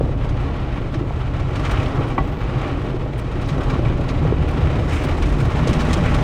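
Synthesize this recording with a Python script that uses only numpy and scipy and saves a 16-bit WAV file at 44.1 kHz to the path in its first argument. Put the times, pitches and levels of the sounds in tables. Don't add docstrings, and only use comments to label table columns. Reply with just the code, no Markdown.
import sys
import numpy as np
from scipy import signal
from scipy.fft import rfft, irfft, next_fast_len
from scipy.io import wavfile
from scipy.ndimage import uniform_filter1d, map_coordinates

SR = 44100
rng = np.random.default_rng(int(sys.argv[2]) if len(sys.argv) > 2 else 0)


def unload_audio(sound):
    columns = np.transpose(np.atleast_2d(sound))
    steps = np.round(np.clip(columns, -1, 1) * 32767)
    wavfile.write(sys.argv[1], SR, steps.astype(np.int16))


N = 274743

# [t/s, peak before softening/dB, struck spot f/Hz]
FLAP_HITS = [(0.01, -12, 456), (0.062, -21, 570), (0.093, -20, 510), (0.954, -18, 324), (1.01, -16, 317),
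             (1.108, -18, 675), (2.008, -17, 477), (2.944, -15.5, 376), (3.716, -23, 323),
             (3.791, -19, 296), (4.252, -11, 470), (4.324, -7.5, 413), (5.65, -18, 236), (5.672, -14, 475),
             (5.692, -11.5, 345), (5.712, -11, 224), (5.885, -15.5, 434), (5.966, -13.5, 330)]
# [t/s, peak/dB, f/Hz]
LEANING_THUDS = [(0.114, -20, 43.4), (0.299, -17.5, 47.6), (0.969, -14, 115), (1.409, -18.5, 115.5),
                 (1.694, -15, 49), (1.773, -13, 91.5), (1.98, -12, 132.5), (2.415, -18.5, 51.3),
                 (2.552, -14.5, 124), (2.946, -27, 118), (3.508, -13.5, 135), (3.64, -19.5, 40.8),
                 (3.725, -11.5, 134), (3.872, -22, 42.7), (4.181, -22, 44), (4.666, -27, 39),
                 (5.214, -14.5, 45.3), (5.287, -16, 46), (6.146, -13, 44.4)]
THUD_CYCLES = 2.24
# [t/s, length/s, level/dB, centre f/Hz]
HIGH_HISS = (2.13, .33, -69, 14200)
HISS_WIDTH_HZ = 1400
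# [t/s, reference level/dB]
STRIP_SMACKS = [(2.18, -7)]
# [t/s, peak before panels and cabin/dB, fizz against body/dB, length/s]
BIG_SPLATS = [(0.292, -29.5, -28, 0.039), (0.368, -40, -27, 0.052), (0.559, -31.5, -28, 0.084),
              (0.926, -33, -21, 0.024), (0.942, -27.5, -35, 0.045), (1.398, -28, -31, 0.04),
              (1.555, -22.5, -28, 0.074), (1.649, -21.5, -35, 0.097), (1.713, -25, -15, 0.05),
              (1.784, -35, -22, 0.032), (2.085, -33.5, -15.5, 0.028), (3.183, -34, 3, 0.021),
              (3.193, -28, -11, 0.034), (3.415, -29, -21, 0.057), (3.478, -34, -4, 0.027),
              (3.488, -21.5, -27, 0.088), (3.578, -23.5, -29, 0.065), (3.632, -28, -22, 0.07),
              (3.7, -20, -32, 0.035), (4.006, -39, -17, .04), (4.087, -22, -32, 0.092),
              (4.485, -33.5, -7, 0.045), (4.512, -27.5, -16, 0.019), (4.928, -29, -15, 0.12),
              (5.039, -25.5, -12, 0.064), (5.089, -26, -22, 0.044), (5.223, -20.5, -23, 0.053),
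              (5.292, -28, -18, 0.045), (5.384, -37, -20, 0.02), (5.402, -23, -20, 0.075),
              (5.689, -18, -20.5, 0.098), (5.74, -30.5, -21, 0.067), (5.801, -16, -24, 0.095),
              (6.144, -18, -23, 0.05)]

# [f/Hz, relative level/dB]
RUMBLE_TONE = [(15, -36), (25, 7.5), (36, 5.5), (52, 13), (70, 2), (120, -14), (300, -76)]
# [f/Hz, relative level/dB]
CLOTH_TONE = [(100, -3.5), (190, -4), (280, -2.5), (380, -5.5), (520, -10), (700, -15), (1100, -26.5),
              (3000, -65.5)]
# [f/Hz, relative level/dB]
SPRAY_TONE = [(250, -14.5), (550, 0.5), (800, 1), (1300, -2), (1600, -5), (2500, -8), (3200, -11),
              (4500, -20), (7000, -43), (11000, -61)]
# [f/Hz, relative level/dB]
MIST_TONE = [(1500, -32), (3500, -11.5), (5200, 3.5), (6500, 0), (9000, -5), (10200, -11.5), (11500, -21),
             (14000, -15), (16000, -19)]
# [f/Hz, relative level/dB]
SPLASH_TONE = [(400, -4.5), (1100, 25), (2200, 20), (4000, 15), (6500, 5), (9300, -6), (11000, -27),
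               (16000, -33)]
# [f/Hz, relative level/dB]
FIZZ_TONE = [(5000, -25), (9000, -0.5), (11500, -16), (14500, -6.5), (16000, -13)]
# [f/Hz, relative level/dB]
CRACK_TONE = [(700, -14), (2000, -1), (3500, 0), (6500, -5.5), (9300, -13), (11000, -28), (16000, -28)]
# [f/Hz, relative level/dB]
DRUM_TONE = [(30, -23), (60, -8.5), (160, 0.5), (230, -8), (500, -40), (2000, -72)]
FLAP_TONE = [(600, -26.0), (1000, 0.0), (1500, 6), (4000, -19)]
SLAP_TONE = [(200, -15), (600, -4), (1000, 4), (1250, 3), (1550, -8), (2100, -2), (2900, -13),
             (4000, -28), (9000, -40)]
WET_CLOTH_TONE = [(3200, -1.5), (5000, -11.0), (10000, -18)]
HOOD_TONE = [(50, -18), (110, -1.5), (900, -5.5), (2500, -22)]

# [f/Hz, width/Hz, relative level/dB]
FRONT_MODES = [(75, 7.3, 3), (107.3, 24, 1), (130.2, 26.2, 0.5)]
# [f/Hz, width/Hz, relative level/dB]
SIDE_MODES = [(75.9, 4.9, 0.5), (122, 12.6, -12.5), (151.5, 12.7, -14)]
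# [f/Hz, width/Hz, relative level/dB]
ROOF_MODES = [(307, 200, 7), (402, 71, 7), (434, 42, 2), (650, 25, 6.5), (860, 42, -1), (1110, 150, -18)]
# [f/Hz, width/Hz, relative level/dB]
GLASS_MODES = [(690, 14, -8), (772, 14, 3), (885, 23, -5), (1116, 24, 6), (1240, 30, -13), (1452, 20, -7),
               (1715, 20, -12), (1975, 20, -0.5), (2340, 25, -13)]
# [f/Hz, width/Hz, relative level/dB]
HEAVE_MODES = [(51.4, 9.3, 10.0), (127, 22, 5.7), (307, 8.8, 3.7)]
# [f/Hz, width/Hz, boost/dB]
PANEL_MODES = [(280, 45, 4), (366, 20, 3.5), (484, 24, 4.5), (610, 45, 4), (711, 16, 3.5), (836, 44, 5),
               (1106, 75, 5.5), (1184, 16, 3.5), (1346, 110, 4), (1884, 36, 4), (1981, 45, 2.5),
               (2293, 120, 2.5), (2476, 100, 2.5), (2982, 80, 3), (3865, 54, 4), (5168, 150, 3),
               (5835, 45, 6), (6290, 120, 4), (6670, 110, 4), (7640, 110, 3.5), (8850, 160, 3.5)]
# [f/Hz, width/Hz, relative level/dB]
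HOOD_MODES = [(140, 59, 3), (186, 26, 8), (207, 37, -6), (238.6, 9.4, 11), (599, 26, 1), (790, 46, -10)]
HOOD_S, HOOD_RISE_S, HOOD_DB = 5.55, 0.1, -24
TOP_HZ = 15820

# [t/s, length/s, level before panels and cabin/dB, centre f/Hz]
DRAG_STROKES = [(1.644, 0.035, -37, 2400), (1.709, 0.15, -34.5, 1140), (1.722, 0.14, -37.5, 2340),
                (1.851, 0.022, -37.5, 2500), (1.931, 0.18, -36, 1100), (2.006, 0.058, -39, 2270),
                (3.435, 0.056, -49, 3840), (3.58, 0.061, -32.5, 1100), (3.665, 0.14, -35, 1000),
                (3.693, 0.17, -51, 3800), (3.832, 0.1, -40, 2200), (4.884, 0.25, -35.5, 2030),
                (5.215, 0.061, -36.5, 2300), (6.03, 0.13, -33, 1880)]
# [t/s, level before trim/dB]
RUMBLE_LEVEL = [(0, -26), (0.9, -29.5), (1.5, -29), (2.7, -32), (3.3, -31), (3.45, -29), (4.25, -26),
                (4.65, -29.5), (5.05, -29), (5.4, -29), (5.8, -25.5), (6.23, -28)]
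# [t/s, level before trim/dB]
DRUM_LEVEL = [(0, -22.5), (0.25, -21.5), (0.7, -26.5), (1.7, -21), (2.3, -25.5), (3.25, -25.5),
              (3.6, -22.5), (4.6, -20), (5.3, -20), (6.23, -19)]
# [t/s, extra drumming/dB]
BRUSH_SHOVES = [(3.87, 6), (4.26, 5.5), (4.42, 3), (4.65, 6), (5.0, -1.5), (5.45, 5)]
SHOVE_HALF_WIDTH_S = 0.049
# [t/s, level before trim/dB]
RUB_LEVEL = [(0, -27.5), (0.3, -30), (0.95, -30), (1.08, -31.5), (1.25, -32), (1.7, -28.5), (2.1, -26.5),
             (2.35, -31.5), (2.7, -27), (3.2, -30.5), (3.75, -26), (5.45, -26.5), (5.7, -27), (6.23, -26.5)]
# [t/s, half width/s, extra spray level/dB, extra mist level/dB]
SPRAY_SWEEPS = [(0.57, 0.2, 3.5, 0.5), (1.76, 0.32, 6.5, 8.5), (2.602, 0.18, 6.5, 5.5),
                (3.66, 0.24, 1.5, 2), (4.95, 0.085, -0.5, 11), (5.3, 0.18, -2, 3.5), (5.99, 0.44, 1.5, 5.5)]
SPRAY_DB, MIST_DB = -37, -61
NEARING_S = 2.98
SPRAY_DB_PER_S, MIST_DB_PER_S = 2.5, 2.5
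# [t/s, half width/s, spray loss/dB], mist loses half as many dB
STRIP_SHIELDS = [(0.15, 0.038, 5), (1.07, 0.029, 3)]
GOBS_PER_S, GOB_OVER_MIST_DB, GOB_SPREAD_DB, GOB_FIZZ_DB, GOB_S = 18, 20, 1.5, -32, .04
# [t/s, level before panels/dB, contact length/s]
STRAND_WHIPS = [(1.708, -40, .012), (5.673, -31.5, .008), (5.731, -34, .008), (5.9312, -27.5, .01)]
WHIP_T60_S = .035


def amp(db):
    return 10 ** (np.asarray(db) / 20)


def unit(x):
    return x / np.sqrt(np.mean(x ** 2) + 1e-20)


def level_curve(rows):
    s, db = np.transpose(rows)
    return np.interp(np.arange(N) / SR, s, db)


def wobble(rate):
    return map_coordinates(rng.standard_normal(2048), [np.arange(N) * rate / SR], mode="wrap")


def swell(s, half_width):
    return np.exp(-((np.arange(N) / SR - s) / half_width) ** 2)


def filtered(x, response):
    m = next_fast_len(len(x) + SR // 4)
    spectrum = rfft(x, m) * response(np.fft.rfftfreq(m, 1 / SR))
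    return irfft(spectrum, m)[:len(x)]


def colour(points):
    f, db = np.transpose(points)
    return lambda hz: amp(np.interp(np.log(hz + 1), np.log(f), db))


def ringing(modes):
    def response(f):
        total = 0
        for k, (centre, width, db) in enumerate(modes):
            damping = 1j * f * width
            total = total + (-1) ** k * amp(db) * damping / (centre * centre - f * f + damping)
        return total
    return response


def ring(push, modes):
    return unit(filtered(push, ringing(modes)))


def through_panels(x):
    def response(f):
        return amp(sum(db / (1 + (2 * (f - c) / width) ** 2) for c, width, db in PANEL_MODES))
    return filtered(x, response)


def impacts(rate, spread_db):
    hit = rng.random(N) < rate / SR
    size = amp(spread_db * np.clip(rng.standard_normal(N), -2, 2))
    return unit(hit * size * rng.choice([-1, 1], N))


def clumps(rate, life, spread_db):
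    size = amp(spread_db * np.clip(rng.standard_normal(N), -1.5, 1.5))
    arrivals = (rng.random(N) < rate / SR) * size
    flow = signal.lfilter([1], [1, -np.exp(-1 / (life * SR))], arrivals)
    return unit(flow - flow.mean())


def burst(t, rise, t60):
    return rng.standard_normal(len(t)) * (1 - np.exp(-t / rise)) * amp(-60 * t / t60)


def contact(t, seconds, scuff):
    push = t / seconds * np.exp(-t / seconds)
    return unit(push) + scuff * unit(burst(t, rise=0.0018, t60=0.22))


def add(track, s, sound, db):
    start = max(round(s * SR), 0)
    part = track[start:start + len(sound)]
    part += (amp(db) * sound / np.abs(sound).max())[:len(part)]


def steadied(x, seconds, share):
    span = int(seconds * SR)
    power = uniform_filter1d(uniform_filter1d(x ** 2, span), span // 2)
    power = np.abs(power) + 1e-12
    return unit(x / power ** (share / 2))


def cabin(x, t60, ripple):
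    tail = burst(np.arange(SR // 8) / SR, rise=0.00025, t60=t60)
    m = next_fast_len(N + len(tail))
    modes = rfft(tail, m)
    power = np.abs(modes) ** 2
    comb = (power + .5 * np.mean(power)) ** (ripple / 2)
    comb /= np.sqrt(uniform_filter1d(comb ** 2, size=1200))
    return irfft(rfft(x, m) * comb * modes / np.abs(modes), m)[:N]


def drumming(modes):
    soft = colour(DRUM_TONE)
    blows = impacts(rate=900, spread_db=0.0)
    return unit(filtered(blows, lambda f: ringing(modes)(f) * soft(f)))


def machinery():
    rumble = filtered(rng.standard_normal(N), colour(RUMBLE_TONE))
    rumble = steadied(rumble, seconds=0.05, share=0.64)
    rumble_db = level_curve(RUMBLE_LEVEL) + 3.5 + 1.1 * wobble(rate=22)

    side = np.interp(np.arange(N) / SR, [3.7, 4.55], [0, np.pi / 2])
    boom = np.cos(side) * drumming(FRONT_MODES) + np.sin(side) * drumming(SIDE_MODES)
    boom = steadied(boom, seconds=.08, share=.85)
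    shoves_db = sum(db * swell(s, SHOVE_HALF_WIDTH_S) for s, db in BRUSH_SHOVES)
    drum_db = level_curve(DRUM_LEVEL) + shoves_db - 1.1 + 0.82 * wobble(rate=8.3)
    return amp(rumble_db) * rumble + amp(drum_db) * boom


def water_levels():
    nearing = np.maximum(np.arange(N) / SR - NEARING_S, 0)
    spray_db = SPRAY_DB + SPRAY_DB_PER_S * nearing
    mist_db = MIST_DB + MIST_DB_PER_S * nearing
    for s, half_width, more_spray_db, more_mist_db in SPRAY_SWEEPS:
        sweep = swell(s, half_width)
        spray_db = spray_db + more_spray_db * sweep
        mist_db = mist_db + more_mist_db * sweep
    loss_db = sum(db * swell(s, half_width) for s, half_width, db in STRIP_SHIELDS)
    return spray_db - loss_db, mist_db - loss_db / 2


def on_panels(x, tone):
    return unit(through_panels(filtered(x, colour(tone))))


def rubbing():
    scuffs = unit(impacts(rate=600, spread_db=2.5) + 0.89 * rng.standard_normal(N))
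    rub = steadied(on_panels(scuffs, CLOTH_TONE), seconds=.04, share=.6)
    return amp(level_curve(RUB_LEVEL) + 1.5 + 1.24 * wobble(rate=22)) * rub


def spraying(spray_db, mist_db):
    surge = 2.6 * np.tanh(clumps(rate=75, life=.009, spread_db=5) / 2.6)
    drops = unit(impacts(rate=1100, spread_db=2.5) + 0.91 * rng.standard_normal(N))
    droplets = unit(impacts(rate=1500, spread_db=1.0) + 0.5 * rng.standard_normal(N))
    spray = amp(spray_db + 2.0 * surge) * on_panels(drops, SPRAY_TONE)
    mist = amp(mist_db + 2.3 * surge) * on_panels(droplets, MIST_TONE)
    return spray + mist


def splats(mist_db):
    out, t = np.zeros(N), np.arange(SR // 4) / SR
    small = []
    for i in np.flatnonzero(rng.random(N) < GOBS_PER_S / SR):
        db = mist_db[i] + GOB_OVER_MIST_DB + GOB_SPREAD_DB * rng.standard_normal()
        small.append((i / SR, db, GOB_FIZZ_DB, GOB_S))
    for s, db, fizz_db, length in list(BIG_SPLATS) + small:
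        shower = burst(t, rise=0.0058, t60=length)
        shower = shower * amp(5.6 * rng.standard_normal(len(t)))
        body = unit(filtered(shower, colour(SPLASH_TONE)))
        fizz = unit(filtered(shower, colour(FIZZ_TONE)))
        add(out, s - .004, body + amp(fizz_db) * fizz, db)
    return out


def flaps():
    out, t = np.zeros(N), np.arange(SR // 4) / SR
    for s, db, hz in FLAP_HITS:
        push = filtered(contact(t, seconds=0.00033, scuff=0.3), colour(FLAP_TONE))
        bend = ring(push, [(hz, hz / 4, 0)])
        spot = ring(bend, [(hz, hz / 2, 0)])
        add(out, s - .001, spot + 0.31 * ring(spot, ROOF_MODES), db)
    return out


def thuds():
    out, t = np.zeros(N), np.arange(SR // 3) / SR
    for s, db, hz in LEANING_THUDS:
        u = t * hz / THUD_CYCLES
        wave = np.sin(2 * np.pi * (hz * t + rng.random()))
        add(out, s, u * np.exp(-u * u) * wave, db)
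    return out


def strokes():
    out, t = np.zeros(N + SR), np.arange(SR // 4) / SR
    for s, length, db, hz in DRAG_STROKES:
        grip = amp(2.8 * clumps(rate=110, life=.007, spread_db=3))
        slips = grip * (impacts(rate=1200, spread_db=2) + .4 * rng.standard_normal(N))
        band = colour([(hz / 5, -30), (hz / 2, -9), (hz, 0), (hz * 1.3, -3), (hz * 2, -17),
                       (hz * 4, -42), (hz * 8, -60)])
        scrape = steadied(filtered(slips[:len(t)], band), seconds=0.045, share=0.83)
        shape = np.sin(np.pi * np.clip(t / length, 0, 1) ** 0.5)
        out[round(s * SR):][:len(t)] += amp(db) * shape * scrape
    return out[:N]


def whips():
    out, t = np.zeros(N), np.arange(SR // 8) / SR
    for s, db, held in STRAND_WHIPS:
        ticks = impacts(rate=2500, spread_db=3)[:len(t)] + .6 * rng.standard_normal(len(t))
        crackle = unit(filtered(ticks, colour(CRACK_TONE)))
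        fade_db = -60 * np.maximum(t - held, 0) / WHIP_T60_S
        out[round(s * SR):][:len(t)] += crackle * amp(db + fade_db)
    return through_panels(out)


def hiss():
    s, length, db, hz = HIGH_HISS
    u = np.clip((np.arange(N) / SR - s) / length, 0, 1)
    shape = np.sqrt(np.abs(np.sin(np.pi * u)))
    band = filtered(rng.standard_normal(N), lambda f: 1 / (1 + (2 * (f - hz) / HISS_WIDTH_HZ) ** 2))
    return amp(db) * shape * unit(band)


def smacks():
    out, t = np.zeros(N), np.arange(SR // 4) / SR
    for s, db in STRIP_SMACKS:
        tip = ring(contact(t, seconds=0.00008, scuff=0.15), GLASS_MODES)
        slap = filtered(burst(t, rise=.001, t60=.05), colour(SLAP_TONE))
        roof = ring(contact(t, seconds=.0002, scuff=0.4), ROOF_MODES)
        heave = ring(contact(t, seconds=0.00085, scuff=0.39), HEAVE_MODES)
        add(out, s - .0005, tip, db - 0.5)
        add(out, s, slap, db - 5)
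        add(out, s + .006, roof, db - 2)
        add(out, s + 0.0235, heave, db - 0.5)
    return out


def hood():
    reach = 1 / (1 + np.exp((HOOD_S - np.arange(N) / SR) / HOOD_RISE_S))
    soft = colour(HOOD_TONE)
    blows = impacts(rate=720, spread_db=3.5)
    drone = filtered(blows, lambda f: ringing(HOOD_MODES)(f) * soft(f))
    return amp(HOOD_DB) * reach * steadied(drone, seconds=0.079, share=0.32)


def scene():
    spray_db, mist_db = water_levels()
    blows = filtered(flaps() + smacks(), colour(WET_CLOTH_TONE))
    body = machinery() + rubbing() + blows + thuds() + hood()
    on_glass = through_panels(splats(mist_db) + strokes())
    water = cabin(spraying(spray_db, mist_db) + on_glass, t60=.027, ripple=.65)
    return (body + water + whips() + hiss())[None]


def record(dry):
    return filtered(dry[0], lambda hz: hz < TOP_HZ)[None]


dry = scene()
out = record(dry)
unload_audio(out)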